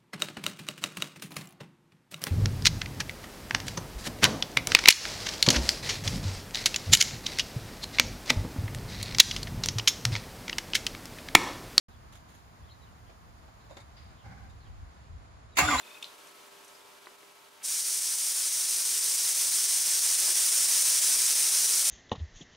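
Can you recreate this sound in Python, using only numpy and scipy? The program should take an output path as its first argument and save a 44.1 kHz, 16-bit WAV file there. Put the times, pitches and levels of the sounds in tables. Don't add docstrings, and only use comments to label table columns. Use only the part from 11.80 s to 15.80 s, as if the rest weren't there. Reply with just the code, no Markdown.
import sys
import numpy as np
from scipy import signal
from scipy.fft import rfft, irfft
from scipy.io import wavfile

SR = 44100
rng = np.random.default_rng(int(sys.argv[2]) if len(sys.argv) > 2 else 0)


def int16_out(signal):
    q = np.round(np.clip(np.atleast_2d(signal).T, -1, 1) * 32767)
    wavfile.write(sys.argv[1], SR, q.astype(np.int16))


N = 176400
TIME = np.arange(N) / SR


# start in seconds, levels of the ring,
# the crack and the clunk in dB, rise and fade times in seconds.
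GEAR_HITS = [(3.768, -24.5, -19.5, -41, 0.0042, 0.019), (3.784, -19.5, -18.5, -16.5, 0.0049, 0.0083),
             (3.809, -27.5, -38, -35, 0.0042, 0.017), (3.939, -24, -33, -32, 0.0043, 0.0077),
             (3.992, -19.5, -23.5, -27, 0.0086, 0.023)]
# frequency in Hz, level in dB.
CRACK_TONE = [(200, -33), (700, -40), (1400, -2), (2300, 0), (2750, -6), (3200, -14), (4300, -10.5),
              (5600, -18.5), (6800, -5), (8800, -18), (11000, -15), (13300, -25.5), (15000, -14.5)]
CLUNK_TONE = [(220, -14), (290, -7), (420, -20), (530, -10.5), (620, -21), (740, -4.5), (950, -6.5),
              (1300, -20), (1570, -7), (1900, -11.5)]
# start in seconds, level in dB, rise and fade times in seconds.
GEAR_SLIDE = [(3.751, -41, 0.024, .006)]
# frequency in Hz, level in dB.
SLIDE_TONE = [(200, 0), (900, -17), (2400, 1), (3300, -13), (5200, -22), (6500, -6), (8500, -14),
              (12000, -21)]

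def gear_slams():
    force = crack = clunk = 0
    for start, ring_db, crack_db, clunk_db, rise, fade in GEAR_HITS:
        shape = burst(start, rise, fade)
        force += from_db(ring_db) * shape
        crack += from_db(crack_db) * shape
        clunk += from_db(clunk_db) * shape
    pole = np.exp(-2 * np.pi * 3500 / SR)
    chatter = signal.lfilter([1 - pole], [1, -pole], rng.standard_normal(N))
    crack = crack * unit_power(noise(CRACK_TONE) * from_db(2 * drift(500)))
    clunk = clunk * noise(CLUNK_TONE)
    slide = noise_bursts(GEAR_SLIDE, SLIDE_TONE, grain_db=3.5)
    return engine_block(force * chatter) + crack + clunk + slide


# time in seconds, whine pitch in Hz, tooth hits per second.
STARTER_SPEED = [(3.79, 1500, 900), (3.815, 2500, 1180), (3.84, 3080, 1215), (3.86, 3420, 1300),
                 (3.88, 3580, 1440), (3.901, 3530, 1432), (3.912, 3500, 1200), (3.93, 3300, 1190),
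                 (3.943, 3260, 1005), (3.96, 3280, 1000), (3.97, 3500, 1160), (3.984, 3960, 1400),
                 (4.0, 4130, 1450)]
# time in seconds, levels of the gear growl, whine and clatter in dB.
STARTER_LEVELS = [(3.785, -55, -50, -43), (3.802, -46, -48, -23.5), (3.814, -37, -34, -29.5),
                  (3.827, -41, -46, -28), (3.84, -25, -57, -29.5), (3.852, -44, -46, -27),
                  (3.874, -40, -37, -44.5), (3.886, -22.5, -37, -27), (3.899, -30, -36, -29),
                  (3.906, -41, -57, -27), (3.918, -26, -40, -27), (3.931, -23.5, -46, -30),
                  (3.945, -30.5, -40, -29), (3.958, -31, -48, -35.5), (3.968, -42, -40, -45),
                  (3.977, -49, -49, -36), (3.987, -45, -33.5, -39), (4.0, -32, -40, -24)]
# frequency in Hz, level in dB.
CASING_TONE = [(150, -1), (400, -7), (1000, 7), (2400, 3.5), (4000, -2), (5700, -6), (6500, -5),
               (7250, 5.5), (8300, -20), (10800, -3.5), (13000, -27), (15000, -13)]

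def starter_clatter():
    _, tooth_hz = curves(STARTER_SPEED)
    _, _, clatter_db = curves(STARTER_LEVELS)
    running = TIME > STARTER_LEVELS[0][0]
    teeth_passed = np.cumsum(tooth_hz * (1 + .06 * drift(150))) / SR
    hits = np.diff(np.floor(teeth_passed), prepend=0)
    hits *= from_db(5 * rng.standard_normal(N))
    noisy_hits = unit_power(hits - hits.mean()) + 1.36 * rng.standard_normal(N)
    clatter = from_db(clatter_db) * unit_power(noisy_hits)
    grind_db = -31.5 + .12 * (clatter_db - clatter_db.max())
    grind = noise(CASING_TONE) * from_db(grind_db + 1.5 * drift(180))
    return engine_block(running * clatter) + running * grind


def starter_whine():
    whine_hz, tooth_hz = curves(STARTER_SPEED)
    gear_db, whine_db, _ = curves(STARTER_LEVELS)
    tooth_hz *= 1 + .008 * drift(220)
    whine_hz *= 1 + .005 * drift(300)
    gear = from_db(gear_db) * rough_tone(tooth_hz, rough=.3, octave_db=-17)
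    gear_teeth = 8
    gear *= 1 + .35 * sine(tooth_hz / gear_teeth)
    octave_db = -9.5 + at_hz(CASING_TONE, 2 * whine_hz)
    whine = from_db(whine_db) * rough_tone(whine_hz, rough=.25, octave_db=octave_db)
    return (TIME > STARTER_LEVELS[0][0]) * (gear + whine)


# pitch in Hz, width in Hz, level in dB.
BLOCK_NOTES = [(284, 56, -4), (530, 64, -12.5), (733, 54, 3.5), (858, 47, -1), (984, 31, 7.5),
               (1167, 83, -0.5), (1217, 30, 3), (1480, 33, -2), (1620, 90, -5), (1710, 41, -5),
               (1923, 98, -6), (2120, 110, -3), (2300, 77, -3.5), (2713, 23, -1), (3236, 76, -10),
               (3440, 44, -17), (4770, 95, -15), (5750, 130, -17.5), (7200, 250, -14)]

def engine_block(force):
    def ring(push):
        total = 0
        for k, (hz, width, db) in enumerate(BLOCK_NOTES):
            r = np.exp(-np.pi * width / SR)
            feedback = [1, -2 * r * np.cos(2 * np.pi * hz / SR), r * r]
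            note = signal.lfilter([1 - r * r, 0, r * r - 1], feedback, push + 1e-18)
            total += (-1) ** k * from_db(db) * note
        return total
    return ring(force) / np.linalg.norm(ring(signal.unit_impulse(SR // 10)))


# time in seconds, thud level in dB, housing hum in Hz, hum level in dB.
ROCKING = [(3.78, -60, 288.6, -46), (3.795, -48, 289.7, -44), (3.825, -47, 300.7, -42),
           (3.843, -40, 291.7, -38), (3.856, -46, 305, -40.5), (3.872, -42, 309.7, -38),
           (3.915, -44, 289, -37.5), (3.95, -41, 252, -35.5), (3.972, -48, 264, -44.5),
           (4.0, -41, 269, -48)]
# frequency in Hz, level in dB.
THUD_TONE = [(25, -22), (55, -6.5), (90, -3), (150, -14), (220, -15.5), (400, -27)]
# start in seconds, pitch in Hz, level in dB, rise and fade in seconds.
MOUNT_THUMPS = [(3.82, 140, -27, .005, .008), (3.834, 90, -33, .01, .025), (3.868, 135, -35, .005, .015),
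                (3.89, 105, -38, .004, .012), (3.955, 74, -32, .015, .02)]

def engine_rocking():
    thud_db, hum_hz, hum_db = curves(ROCKING)
    hum = from_db(hum_db) * rough_tone(hum_hz, rough=.35, octave_db=-11)
    thuds = from_db(thud_db) * noise(THUD_TONE)
    thumps = sum(from_db(db) * burst(start, rise, fade) * np.sin(2 * np.pi * hz * (TIME - start))
                 for start, hz, db, rise, fade in MOUNT_THUMPS)
    return (TIME > ROCKING[0][0]) * (thuds + hum) + thumps


def engine_bay(sound, echo_db, side_db):
    reflections = from_db(echo_db) * echo(sound, seconds=.12, side_db=side_db)
    return (sound + reflections) / np.hypot(1, from_db(echo_db))


# start in seconds, level in dB, rise and fade times in seconds.
SHOE_SCUFFS = [(.322, -54, 0.004, 0.041), (.348, -56.5, 0.0056, 0.013), (.48, -61, 0.016, 0.073),
               (.54, -65, 0.013, 0.045)]
CAB_BUMPS = [(1.29, -53.5, 0.009, 0.027), (1.625, -60, 0.0052, 0.018), (1.675, -59, 0.008, 0.018),
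             (1.89, -55.5, 0.0077, 0.034), (1.968, -46.5, 0.0022, 0.023)]
COLUMN_KNOCKS = [(1.905, -46, 0.0061, 0.023)]
KEY_CLICKS = [(1.903, -59.5, 0.0042, 0.054), (1.966, -51.5, 0.0051, 0.017), (2.0, -55.5, 0.0048, 0.015),
              (2.695, -60, 0.0033, 0.018)]
# frequency in Hz, level in dB.
SCUFF_TONE = [(200, 7.5), (700, -3), (1800, 0.5), (2700, -3), (3700, -0.5), (5500, -11), (6700, 0),
              (8700, -15), (10500, -6), (15000, -17)]
BUMP_TONE = [(100, 2), (250, -3), (400, -8.5), (550, -1.5), (800, -0.5), (1200, -9), (2000, -13),
             (4000, -16), (9000, -30)]
KNOCK_TONE = [(240, -22), (296, 2), (380, -13), (490, -13), (549, 10), (620, -2), (760, -9), (883, -14),
              (1000, -10), (1400, -15)]
KEY_TONE = [(800, -29), (2200, 11), (3300, -27), (3600, 12), (3850, 10), (4250, -2), (4900, 1), (5800, -9),
            (7000, 4), (8700, -16), (11000, -4.5), (15000, -46)]

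def driver():
    steps = noise_bursts(SHOE_SCUFFS, SCUFF_TONE, grain_db=2)
    bumps = noise_bursts(CAB_BUMPS, BUMP_TONE, grain_db=1)
    knock = noise_bursts(COLUMN_KNOCKS, KNOCK_TONE)
    keys = noise_bursts(KEY_CLICKS, KEY_TONE, grain_db=2)
    return steps + bumps + knock + keys


# start in seconds, level in dB, rise and fade times in seconds.
RELAY_CLICK = [(2.166, -57.5, 0.0028, 0.094)]
PUMP_SURGES = [(2.438, -46.5, 0.021, 0.044), (2.492, -52, 0.029, 0.055), (2.565, -53, 0.025, 0.027),
               (2.625, -55.5, 0.02, 0.051)]
# frequency in Hz, level in dB.
RELAY_TONE = [(1300, -14), (2100, 5), (2600, 0), (3100, -1), (3700, 1), (4400, 0), (4900, 7), (5500, -9),
              (7000, -16), (12000, -25)]
PUMP_TONE = [(70, 8), (130, 11), (190, 12.5), (250, 5), (350, -14.5), (530, -1.5), (670, -10), (790, 10),
             (920, -9), (1350, -7), (1560, 3), (1800, -10), (2100, -2), (2700, -20.5), (5000, -18.5),
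             (12000, -36)]

def relay_and_pump():
    relay = noise_bursts(RELAY_CLICK, RELAY_TONE, grain_db=1.5)
    return relay + noise_bursts(PUMP_SURGES, PUMP_TONE, grain_db=1)


# start and length in seconds, first, middle and last pitch in Hz,
# level in dB, huskiness as a share of the pitch.
BIRD_NOTES = [(0.098, 0.075, 4100, 3520, 3070, -71, .04), (0.824, 0.055, 3210, 3520, 3800, -72.5, 0.04),
              (0.876, 0.034, 3700, 3250, 3050, -66, 0.041), (0.896, 0.032, 3720, 4170, 4320, -61.5, .005),
              (0.914, 0.019, 3760, 3810, 3780, -63, .005), (1.012, 0.042, 3780, 3920, 3220, -66.5, 0.014),
              (1.064, 0.028, 3200, 2990, 2780, -70, .04), (1.256, 0.057, 3000, 3200, 3000, -73, .09),
              (1.796, 0.076, 4200, 3910, 3200, -73, .07), (2.361, 0.081, 3700, 3210, 2700, -69, .09),
              (2.8, 0.053, 4280, 4120, 3630, -70.5, 0.054), (2.847, 0.04, 3400, 3200, 2850, -68.5, 0.11),
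              (3.717, .04, 3920, 3800, 3520, -68.5, .03)]

def bird():
    song, waver = np.zeros(N), drift(710)
    for start, length, first_hz, middle_hz, last_hz, db, husk in BIRD_NOTES:
        on = (TIME > start) & (TIME < start + length)
        progress = (TIME[on] - start) / length
        glide = np.polyfit([0, .5, 1], [first_hz, middle_hz, last_hz], 2)
        hz = np.polyval(glide, progress) * (1 + husk * waver[on])
        song[on] += from_db(db) * np.sqrt(2 * np.sin(np.pi * progress)) * sine(hz)
    return song + from_db(-1) * echo(song, seconds=.18, side_db=0)


# frequency in Hz, level in dB.
AIR_TONE = [(88, -39), (150, -2), (255, -7.5), (375, -11.5), (434, -12), (562, -12.5), (662, -7), (921, -9),
            (1030, -7), (1480, -12.5), (2770, -21.5), (4890, -23.5), (6090, -30.5), (6670, -22),
            (8630, -38.5), (9990, -30.5), (12000, -42), (15600, -76), (22000, -120)]
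TRAFFIC_TONE = [(33, -20), (42, 11), (52, 2), (68, 10), (88, 5), (115, 4), (160, -12.5), (260, -33)]
# time in seconds, level in dB.
TRAFFIC_LEVELS = [(0.1, -54.5), (0.19, -53), (0.77, -57.5), (0.84, -49), (0.87, -52), (1.69, -55.5),
                  (2.35, -51.5), (2.41, -58), (2.51, -46.5), (2.53, -51.5), (2.88, -51), (3.04, -55),
                  (3.14, -72), (3.16, -56.5), (3.36, -47), (3.39, -53.5), (3.69, -51), (3.72, -56.5)]

def air_and_traffic():
    traffic_db, = curves(TRAFFIC_LEVELS)
    air = from_db(-57 + .5 * drift(6.8)) * noise(AIR_TONE)
    left, right = air + from_db(traffic_db) * noise(TRAFFIC_TONE)
    late_right = np.interp(TIME - .00045, TIME, right)
    return np.array([left, late_right]) * ear_gains(left_minus_right_db=-.9)


# start in seconds, level in dB, rise and fade times in seconds.
BREEZE_PUFFS = [(2.58, -46.5, 0.034, 0.092), (2.85, -46.5, 0.069, 0.11), (2.96, -44, 0.069, 0.036),
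                (3.29, -44, 0.039, .05)]
# frequency in Hz, level in dB.
BREEZE_TONE = [(30, -8), (45, 0), (70, -1), (100, -8), (140, -20)]
HISS_TONE = [(3000, -21), (5000, 1), (7000, -6.5), (8700, -12), (9900, 1), (11000, -5.5), (13400, -6.5),
             (14800, 3.5), (16000, -29)]
# time in seconds, level in dB.
HISS_FADE = [(0.1, -73), (1.4, -73), (2.1, -76), (3.0, -79), (3.7, -90)]

def breeze_and_hiss():
    hiss_db, = curves(HISS_FADE)
    return noise_bursts(BREEZE_PUFFS, BREEZE_TONE) + from_db(hiss_db) * noise(HISS_TONE)


# frequency in Hz, likeness from 0 (unrelated) to 1 (same).
EAR_LIKENESS = [(30, 0.034), (70, 0.62), (150, 0.85), (300, 0.66), (600, 0.6), (1200, 0.32), (3000, 0.095),
                (12000, 0.013)]

def noise(tone):
    hz = np.maximum(np.arange(N // 2 + 1) * SR / N, 1)
    edges = 1 / np.sqrt((1 + (tone[0][0] / hz) ** 8) * (1 + (hz / tone[-1][0]) ** 8))
    mid, side = rfft(rng.standard_normal((2, N))) * from_db(at_hz(tone, hz)) * edges
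    alike = at_hz(EAR_LIKENESS, hz)
    return unit_power(irfft(np.sqrt(1 + alike) * mid + np.sqrt(1 - alike) * side * [[1], [-1]], N))


def noise_bursts(rows, tone, grain_db=0):
    level = sum(from_db(db) * burst(start, rise, fade) for start, db, rise, fade in rows)
    return level * unit_power(noise(tone) * from_db(grain_db * drift(310)))


def burst(start, rise, fade):
    return np.clip((TIME - start) / rise, 0, 1) * np.exp(-np.maximum(TIME - start - rise, 0) / fade)


def rough_tone(hz, rough, octave_db):
    note = sine(hz) * (1 + rough * drift(76))
    octave = sine(2 * hz) * (1 + rough * drift(76))
    return np.sqrt(2) * (note + from_db(octave_db) * octave)


def sine(hz):
    return np.sin(2 * np.pi * np.cumsum(hz) / SR)


def echo(sound, seconds, side_db):
    mid, side = rng.standard_normal((2, SR // 2)) * from_db(-60 * TIME[:SR // 2] / seconds)
    tail = mid + from_db(side_db) * side * [[1], [-1]]
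    tail /= np.sqrt(np.sum(tail ** 2) / 2)
    return signal.fftconvolve(np.atleast_2d(sound), tail, axes=1)[:, :N]


def drift(rate_hz):
    r = np.exp(-2 * np.pi * rate_hz / SR)
    return unit_power(signal.lfilter([1], [1, -2 * r, r * r], rng.standard_normal(N + SR))[SR:])


def curves(rows):
    seconds, *columns = np.transpose(rows)
    return [np.interp(TIME, seconds, column) for column in columns]


def at_hz(rows, hz):
    row_hz, values = np.transpose(rows)
    return np.interp(np.log(hz), np.log(row_hz), values)


def ear_gains(left_minus_right_db):
    return from_db(left_minus_right_db * np.array([[.5], [-.5]]))


def from_db(db):
    return 10 ** (np.asarray(db) / 20)


def unit_power(sound):
    return sound / np.sqrt(np.mean(sound ** 2) + 1e-20)


# frequency in Hz, left level minus right level in dB.
TRUCK_BALANCE = [(60, -2.5), (200, -3), (700, -1), (1300, 0.5), (2400, -3.5), (4400, 2.5), (8000, -2.5),
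                 (15000, 2.5)]

def scene():
    metal = engine_bay(gear_slams() + starter_clatter(), echo_db=-1, side_db=-4)
    whine = engine_bay(starter_whine(), echo_db=-11, side_db=5)
    truck = metal + whine + engine_rocking() + driver() + relay_and_pump()
    hz = np.maximum(np.arange(N + 1) * SR / (2 * N), 1)
    truck = irfft(ear_gains(at_hz(TRUCK_BALANCE, hz)) * rfft(truck, 2 * N))[:, :N]
    return truck + air_and_traffic() + breeze_and_hiss() + bird()


def record(dry):
    fade_in = np.clip((TIME - .083) / .003, 0, 1)
    treble_cut = signal.ellip(10, .2, 80, 15800, fs=SR, output="sos")
    return signal.sosfilt(treble_cut, dry * fade_in)


dry = scene()
out = record(dry)
int16_out(out)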